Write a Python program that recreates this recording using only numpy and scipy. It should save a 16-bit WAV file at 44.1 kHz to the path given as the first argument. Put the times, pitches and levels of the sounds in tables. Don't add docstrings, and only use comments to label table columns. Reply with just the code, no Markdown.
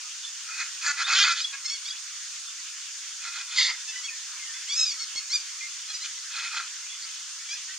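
import sys
import numpy as np
from scipy import signal
from scipy.fft import rfft, irfft, next_fast_len
from scipy.io import wavfile
from scipy.ndimage import uniform_filter1d

SR = 44100
rng = np.random.default_rng(int(sys.argv[2]) if len(sys.argv) > 2 else 0)


def boost_factor(decibels):
    exponent = np.asarray(decibels, float) / 20
    return 10 ** exponent


def materialize(psi):
    bounded = np.clip(np.atleast_2d(psi).T, -1, 1)
    quanta = np.round(bounded * 32767).astype(np.int16)
    wavfile.write(sys.argv[1], SR, quanta)


N = 343180

# (frequency [Hz], width [Hz], level [dB])
THROAT = [
    [(922, 230, -17.5), (1371, 129, 1), (1663, 160, -6), (2048, 203, -3.5), (2505, 106, 1.5)],
    [(3114, 390, 0), (3560, 320, 0.5)],
    [(4185, 250, 1.5), (4630, 310, -2.5), (5420, 660, -4.5)],
    [(6130, 570, -4.5), (7050, 310, -4), (8280, 340, -18.5)],
]
# (frequency [Hz], width [Hz], level [dB])
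NARROW_THROAT = [
    [(997, 132, -15.5), (1335, 86, -9), (2042, 205, 3), (2810, 160, -10.5)],
    [(3160, 170, -7), (3660, 350, -3)],
    [(4250, 210, -2.5), (4790, 370, 1.5), (5380, 190, -16)],
]
# (rise [share], hold [share], start level [dB], end level [dB])
SQUEAL_SHAPE = (.35, .35, -7, -10)


def rms_one(x):
    return x / np.sqrt(np.mean(x ** 2) + 1e-20)


def at_hz(points, hz):
    points_hz, value = np.array(points).T
    return np.interp(np.log(hz), np.log(points_hz), value)


def drift(rate_hz, size=N):
    r = np.exp(-2 * np.pi * rate_hz / SR)
    settle = 9000
    noise = rng.standard_normal(size + settle)
    return rms_one(signal.lfilter([1], [1, -2 * r, r * r], noise)[settle:])


def resonance(x, hz, width_hz):
    r = np.exp(-np.pi * width_hz / SR)
    gain = (1 - r * r) / 2
    return signal.lfilter([gain, 0, -gain], [1, -2 * r * np.cos(2 * np.pi * hz / SR), r * r], x)


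def swell(start_s, length_s, db, shape):
    rise, hold, first_db, last_db = shape
    times_s = start_s + length_s * np.array([0, rise, min(rise + hold, .95), 1])
    return times_s, db + np.array([first_db, 0, 0, last_db])


def call(rows, fade_s):
    s, *columns = np.transpose(rows)
    first, last = int((s[0] - fade_s) * SR), int((s[-1] + fade_s) * SR)
    t = np.arange(first, last) / SR
    fade = np.clip(np.minimum(t - s[0], s[-1] - t) / (2 * fade_s) + .5, 0, 1)
    return first, [np.interp(t, s, c) for c in columns], np.sin(fade * np.pi / 2)


def hiss():
    # (frequency [Hz], density [dB per Hz])
    colour = [(150, -90), (250, -53), (566, -31.5), (734, -31.5), (986, -18), (1130, -15.5), (1400, -9),
              (2080, -9.5), (3320, -4.5), (3560, -4.5), (3960, -4.5), (6780, 1.5), (9260, -20.5),
              (10100, -26), (15900, -33.5)]
    # (frequency [Hz], left-right likeness [-1 to 1])
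    likeness = [(60, 0.15), (180, 0.61), (550, 1), (1650, 0.92), (4970, 0.27), (15000, 0.015)]
    hiss_db, swell_db, swell_s = -40, -0.5, .93
    size = next_fast_len(N)
    hz = np.maximum(np.fft.rfftfreq(size, 1 / SR), 1)
    alike = np.clip(at_hz(likeness, hz), -.9, .999)
    mid, side = rfft(rng.standard_normal((2, size)))
    dip = 1 - 0.42 * np.exp(-((hz - 3950) / 150) ** 2)
    pair = np.sqrt(1 + alike) * mid + np.sqrt(1 - alike) * side * [[1], [-1]]
    pair = pair * boost_factor(at_hz(colour, hz)) * dip
    pair = pair / np.std(irfft(pair * (hz > 5500) * (hz < 7500), size))
    out, together = 0, drift(0.46)
    opening = np.clip(1 - np.arange(N) / SR / swell_s, 0, 1)
    for centre_hz in np.geomspace(200, 16000, 20):
        share = np.clip(1 - np.abs(np.log(hz / centre_hz)) / (np.log(80) / 19), 0, 1)
        low = np.clip(np.log(5000 / centre_hz) / 0.47, 0, 1)
        slow_db = hiss_db - .4 * low + swell_db * (1 - low) * opening
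        flicker_db = 0.4 * together + (.5 + 2.1 * low) * drift(9)
        out = out + boost_factor(slow_db + flicker_db) * irfft(pair * share, size)[:, :N]
    return out


def crickets():
    # (frequency [Hz], level [dB])
    lines = [(8258, -101), (8398, -61), (8543, -63.5), (8699, -61), (9098, -61.5)]
    white = rng.standard_normal((2, N))
    out = 0
    for hz, db in lines:
        line = resonance(resonance(white, hz, 60), hz, 60)
        out = out + boost_factor(db + 3) * rms_one(line)
    return out


def far_flock(count):
    out = np.zeros(N)
    for when, pitch, length, bend, level in rng.random((count, 5)):
        t = np.arange(int((.03 + .09 * length) * SR)) / SR
        hz = 1250 * 2.9 ** pitch * (1 + (bend - .5) * 1.57 * t)
        phase = 2 * np.pi * np.cumsum(hz) / SR
        note = np.hanning(len(t)) * (np.sin(phase) + 0.25 * np.sin(2 * phase))
        first = int(when * (N - len(t)))
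        out[first:first + len(t)] += boost_factor(-58.5 + 9 * level) * note
    return out


def peeps():
    # (start [s], length [s], level [dB], pitch [Hz])
    far_peeps = [(.23, 0.065, -41, 3450), (1.441, 0.023, -29, 3310), (1.895, 0.038, -39.5, 3340),
                 (2.47, 0.05, -44, 3515), (3.475, .085, -46, 3450), (3.72, .11, -49, 3520),
                 (4.53, 0.072, -47.5, 3430), (5.7, .075, -48.5, 3420), (6.89, 0.072, -46, 3370),
                 (7.45, 0.12, -47.5, 3340)]
    # (start [s], length [s], level [dB], first pitch [Hz],
    # last pitch [Hz])
    whistles = [(.975, .055, -39, 4480, 4950), (1.032, .036, -36, 3300, 3880),
                (1.428, .022, -37, 3900, 4900), (1.895, .025, -39, 4300, 5100),
                (4.078, .026, -40, 2730, 2340), (4.105, .035, -44, 1810, 1800),
                (4.395, .095, -47, 2140, 2010), (4.455, .095, -48, 1860, 1760),
                (4.55, .03, -50, 2090, 2020), (5.6, .04, -45, 2450, 2310), (5.61, .058, -41, 2060, 2150),
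                (6.038, .016, -44, 2420, 1950), (6.168, .025, -46, 2000, 2010),
                (7.68, .05, -50, 1764, 2050)]
    rise_share = 0.027
    out = np.zeros(N)
    notes = [(*p, p[3] * (1 + rise_share)) for p in far_peeps] + whistles
    for start_s, length_s, peak_db, first_hz, last_hz in notes:
        s, level_db = swell(start_s, length_s, peak_db, SQUEAL_SHAPE)
        glide_hz = first_hz + (last_hz - first_hz) * (s - start_s) / length_s
        first, (hz, db), fade = call(np.transpose([s, glide_hz, level_db]), .006)
        phase = 2 * np.pi * np.cumsum(hz * (1 + 0.0051 * drift(40, len(hz)))) / SR
        level = boost_factor(db + 4.3 * drift(54, len(hz)))
        out[first:first + len(hz)] += np.sqrt(2) * fade * level * np.sin(phase)
    return out


def short_squawk(start_s, length_s, db, gape, strain):
    # (rise [share], hold [share], start level [dB], end level [dB])
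    shape = (.5, 0.4, -12, -9)
    return [(s, level_db, gape, strain) for s, level_db in zip(*swell(start_s, length_s, db, shape))]


def syrinx_roughness(t):
    # (start [s], length [s], roughness [0-1])
    locks = [(.578, .015, .3), (.878, .035, .2), (1.147, .03, .14), (1.202, .025, .12), (1.293, .033, .2),
             (1.52, .05, .2), (3.57, .13, .4)]
    usual, lock_s = .75, .012
    rough = usual
    for start_s, length_s, locked in locks:
        inside = np.clip(np.minimum(t - start_s, start_s + length_s - t) / lock_s + 1, 0, 1)
        rough = rough - (usual - locked) * inside
    return rough


def squawks(calls, throat, shrill_db=0):
    # (time [s], pulse rate [1/s])
    pulse_rate = [(.55, 400), (.62, 380), (.87, 290), (.91, 285), (1.14, 365), (1.18, 398), (1.22, 407),
                  (1.3, 340), (1.34, 335), (1.52, 550), (1.6, 550), (3.2, 300), (3.57, 520), (3.61, 520),
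                  (3.63, 900), (3.65, 900), (3.67, 260), (6.3, 300)]
    # (shut [dB], per gape [dB], per strain [dB])
    opening = [
        (-16, 22, -0.5),
        (-9, 8, 6),
        (-17, 1.5, 17),
    ]
    strain_tilt_db = 6
    waver_db = 2.6
    out, lead = np.zeros(N), 1500
    for rows in calls:
        first, (db, gape, strain), fade = call(rows, .006)
        over_db = [0]
        for k, (shut, per_gape, per_strain) in enumerate(opening):
            over_db.append(shut + per_gape * gape + per_strain * strain + shrill_db * (k == 1))
        size = len(db) + lead
        t = (first - lead + np.arange(size)) / SR
        per_s = np.interp(t, *np.transpose(pulse_rate))
        rough = syrinx_roughness(t)
        cycles = np.cumsum(per_s * np.exp(.22 * rough ** 2 * drift(70, size))) / SR
        pulses = np.diff(np.floor(cycles), prepend=0) * boost_factor(2.6 * rough * drift(240, size))
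        air = rng.standard_normal(size) * np.exp(-1.5 * (cycles % 1))
        shut_db = .32 * min(db.max() + 27, 0)
        for group, (modes, over) in enumerate(zip(throat, over_db)):
            breathy = np.clip(rough + .1 + .09 * group, 0, 1)
            tilt_db = strain_tilt_db * (np.pad(strain, (lead, 0), mode="edge") - .5) * (group == 0)
            source = (1 - breathy) * rms_one(pulses) + breathy * rms_one(air)
            rung = 0
            for k, (hz, width_hz, mode_db) in enumerate(modes):
                level_db = mode_db + shut_db * (width_hz > 110) + tilt_db * np.log2(hz / 1700)
                level_db = level_db + waver_db * drift(16.16, size)
                mode = resonance(resonance(source, hz, 1.44 * width_hz), hz, 1.62 * width_hz)
                rung = rung + boost_factor(level_db) * (-1) ** k * mode
            even = np.sqrt(uniform_filter1d(rung ** 2, size=2000) + 1e-12)
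            out[first:first + len(db)] += boost_factor(db + over) * fade * (rung / even)[lead:]
    return out


def first_bird():
    # (start [s], length [s], low throat level [dB], gape [0-1], strain [0-1])
    short = [(.45, 0.11, -40.5, 0, 0.4), (0.557, 0.08, -32.5, 0, 0.7), (0.816, 0.1063, -27.5, 0.1, 0.83),
             (0.962, 0.077, -28.5, 0.23, 0.45), (1.343, 0.072, -37.5, 0.91, 0.8),
             (1.517, 0.044, -37, .05, 0), (3.2, 0.099, -40, 0.27, .7), (3.28, .15, -39.5, 0.43, 0.5),
             (3.477, 0.1, -40.5, 0.68, 0.55), (6.035, 0.032, -42, 0.78, 1), (6.298, 0.12, -38, 0.61, 0.53),
             (6.382, 0.11, -36, 0.4, 0.43), (6.5, 0.063, -36, 0.3, 0.14), (6.547, 0.042, -31.5, 0.43, .5),
             (6.586, .028, -33, 0.35, .05), (6.608, 0.04, -43, 0.4, .3)]
    # (time [s], low throat level [dB], gape [0-1], strain [0-1])
    long_squawk = [(1.062, -36, 0.2, 0.3), (1.08, -28, 0.65, 0.34), (1.11, -25.5, 0.04, 0.57),
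                   (1.14, -25, 0.53, 0.7), (1.17, -27, 0.88, 0.7), (1.235, -25, 0.93, 0.68),
                   (1.26, -24, 0.26, 0.33), (1.32, -27, 0.55, 0.6), (1.34, -32, 0.3, 0.5)]
    return squawks([short_squawk(*row) for row in short] + [long_squawk], THROAT)


def second_bird():
    # (time [s], low throat level [dB], gape [0-1], strain [0-1])
    screech = [(3.562, -35, 0.87, 0.78), (3.585, -25.5, 0.69, 0.72), (3.62, -28.5, 0.82, 0.79),
               (3.65, -33.5, 0.95, 0.93), (3.69, -28, 0.32, 0.34), (3.712, -33.5, 0.36, 0.26),
               (3.728, -43, 0.65, .5)]
    throat = NARROW_THROAT + THROAT[3:]
    yelp = short_squawk(start_s=7.0, length_s=.06, db=-51, gape=.05, strain=.4)
    return squawks([screech], throat, shrill_db=2.5) + squawks([yelp], throat, shrill_db=17)


def short_squeal(start_s, length_s, db, hz, beak_hz, rising):
    flick_rise, rest_hz, sag_share = .14, 900, .22
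    s, level_db = swell(start_s, length_s, db, SQUEAL_SHAPE)
    if rising:
        pitch_hz = hz * (1 + flick_rise * (s - start_s) / length_s)
    else:
        pitch_hz = hz - sag_share * max(hz - rest_hz, 0) * np.array([1, 0, 0, 1])
    return np.transpose([s, pitch_hz, level_db, np.full(len(s), beak_hz)])


def squeals():
    # (start [s], length [s], level [dB], top pitch [Hz], beak resonance [Hz])
    arches = [(1.648, .024, -33, 1072, 5300), (1.675, .02, -35, 878, 4000), (3.875, .04, -38, 885, 2700),
              (3.92, .11, -43, 995, 2550), (4.035, .04, -36, 1115, 3200), (4.985, .063, -37, 1090, 4600),
              (5.156, .044, -33, 1095, 4500), (5.885, .047, -39, 835, 3600), (5.935, .045, -40, 990, 4900)]
    # (start [s], length [s], level [dB], first pitch [Hz], beak resonance [Hz])
    flicks = [(1.405, 0.0236, -31, 1146, 4220), (1.848, 0.029, -36, 1062, 4060),
              (1.876, 0.021, -33.5, 1145, 4250), (6.004, 0.039, -39, 945, 4200),
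              (7.49, .07, -38, 757, 2250)]
    # (time [s], pitch [Hz], level [dB], beak resonance [Hz])
    long_squeals = [
        [(1.695, 1060, -36, 5300), (1.705, 1095, -33, 5200), (1.725, 1112, -34, 4900), (1.745, 1133, -36, 4400),
         (1.757, 1090, -41, 4300), (1.775, 990, -50, 4000)],
        [(4.678, 944, -41, 3000), (4.69, 1071, -36, 3000), (4.712, 1143, -30, 3500), (4.738, 1161, -29, 5600),
         (4.76, 1266, -32, 5700), (4.78, 1335, -27, 5900), (4.8, 1285, -23.5, 5400), (4.822, 1276, -24.5, 5400),
         (4.845, 1330, -28, 5400)],
        [(4.852, 1224, -32, 4900), (4.9, 1223, -35, 5200), (4.915, 1104, -35, 5000), (4.935, 1140, -38, 5000),
         (4.955, 1062, -48, 4400)],
        [(5.297, 1010, -42, 4400), (5.32, 1085, -33, 4600), (5.338, 1190, -27, 4900), (5.352, 1225, -25, 5400),
         (5.364, 1190, -28, 5300), (5.38, 1080, -44, 4600)],
    ]
    # (frequency [Hz], level [dB])
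    colour = [(1200, -17), (2100, 4), (2600, -2), (3900, -3), (5000, 1), (6300, -0.5), (7700, -7.5),
              (8300, -38)]
    overtone, overtone_share = 2.44, 0.79
    quaver_share = .008
    out = np.zeros(N)
    calls = [short_squeal(*row, rising=False) for row in arches]
    calls += [short_squeal(*row, rising=True) for row in flicks]
    for rows in calls + long_squeals:
        first, (hz, db, beak_hz), fade = call(rows, 0.0055)
        size = len(hz)
        quavering_hz = uniform_filter1d(hz, size=200) * (1 + quaver_share * drift(137, size))
        phase = 2 * np.pi * np.cumsum(quavering_hz) / SR
        for k in range(1, 9):
            near_beak = np.exp(-(np.log(k * hz / beak_hz) / 0.36) ** 2)
            near_overtone = np.exp(-(np.log(k * hz / (overtone * beak_hz)) / 0.36) ** 2)
            off_db = -14 * (1 - near_beak - overtone_share * near_overtone)
            level_db = db + off_db + at_hz(colour, k * hz) + 3.27 * drift(70, size)
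            out[first:first + size] += np.sqrt(2) * fade * boost_factor(level_db) * np.sin(k * phase + k * k)
    return out


def grove(x):
    # (delay [s], left level [dB], right level [dB])
    echoes = [(.011, -12.5, -14), (.019, -18, -14), (.027, -12.5, -14), (.038, -20, -17),
              (.048, -14, -18.5), (.061, -22, -17.5)]
    dull = signal.sosfilt(signal.butter(1, 4000, fs=SR, output="sos"), x)
    return sum(np.roll(dull, int(s * SR)) * boost_factor([[left], [right]]) for s, left, right in echoes)


def scene():
    surroundings = hiss() + crickets()
    radiation = signal.butter(3, 650, "high", fs=SR, output="sos")
    voices = signal.sosfilt(radiation, first_bird() + second_bird())
    birds = far_flock(count=150) + peeps() + voices + squeals()
    placed = np.array([np.roll(birds, 1), birds])
    return (placed + grove(birds) + surroundings) * boost_factor([[-.35], [.35]])


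def roll_off(x):
    return signal.sosfilt(signal.butter(12, 16020, fs=SR, output="sos"), x)


def record(dry):
    # (time [s], level [dB], width [Hz])
    glitch = (5.1572, -35, 3000)
    cut = signal.sosfilt(signal.butter(3, 450, "high", fs=SR, output="sos"), dry)
    s, db, width_hz = glitch
    tick = boost_factor(db) * np.exp(-((np.arange(N) / SR - s) * np.pi * width_hz) ** 2)
    return roll_off(cut + tick)


dry = scene()
out = record(dry)
materialize(out)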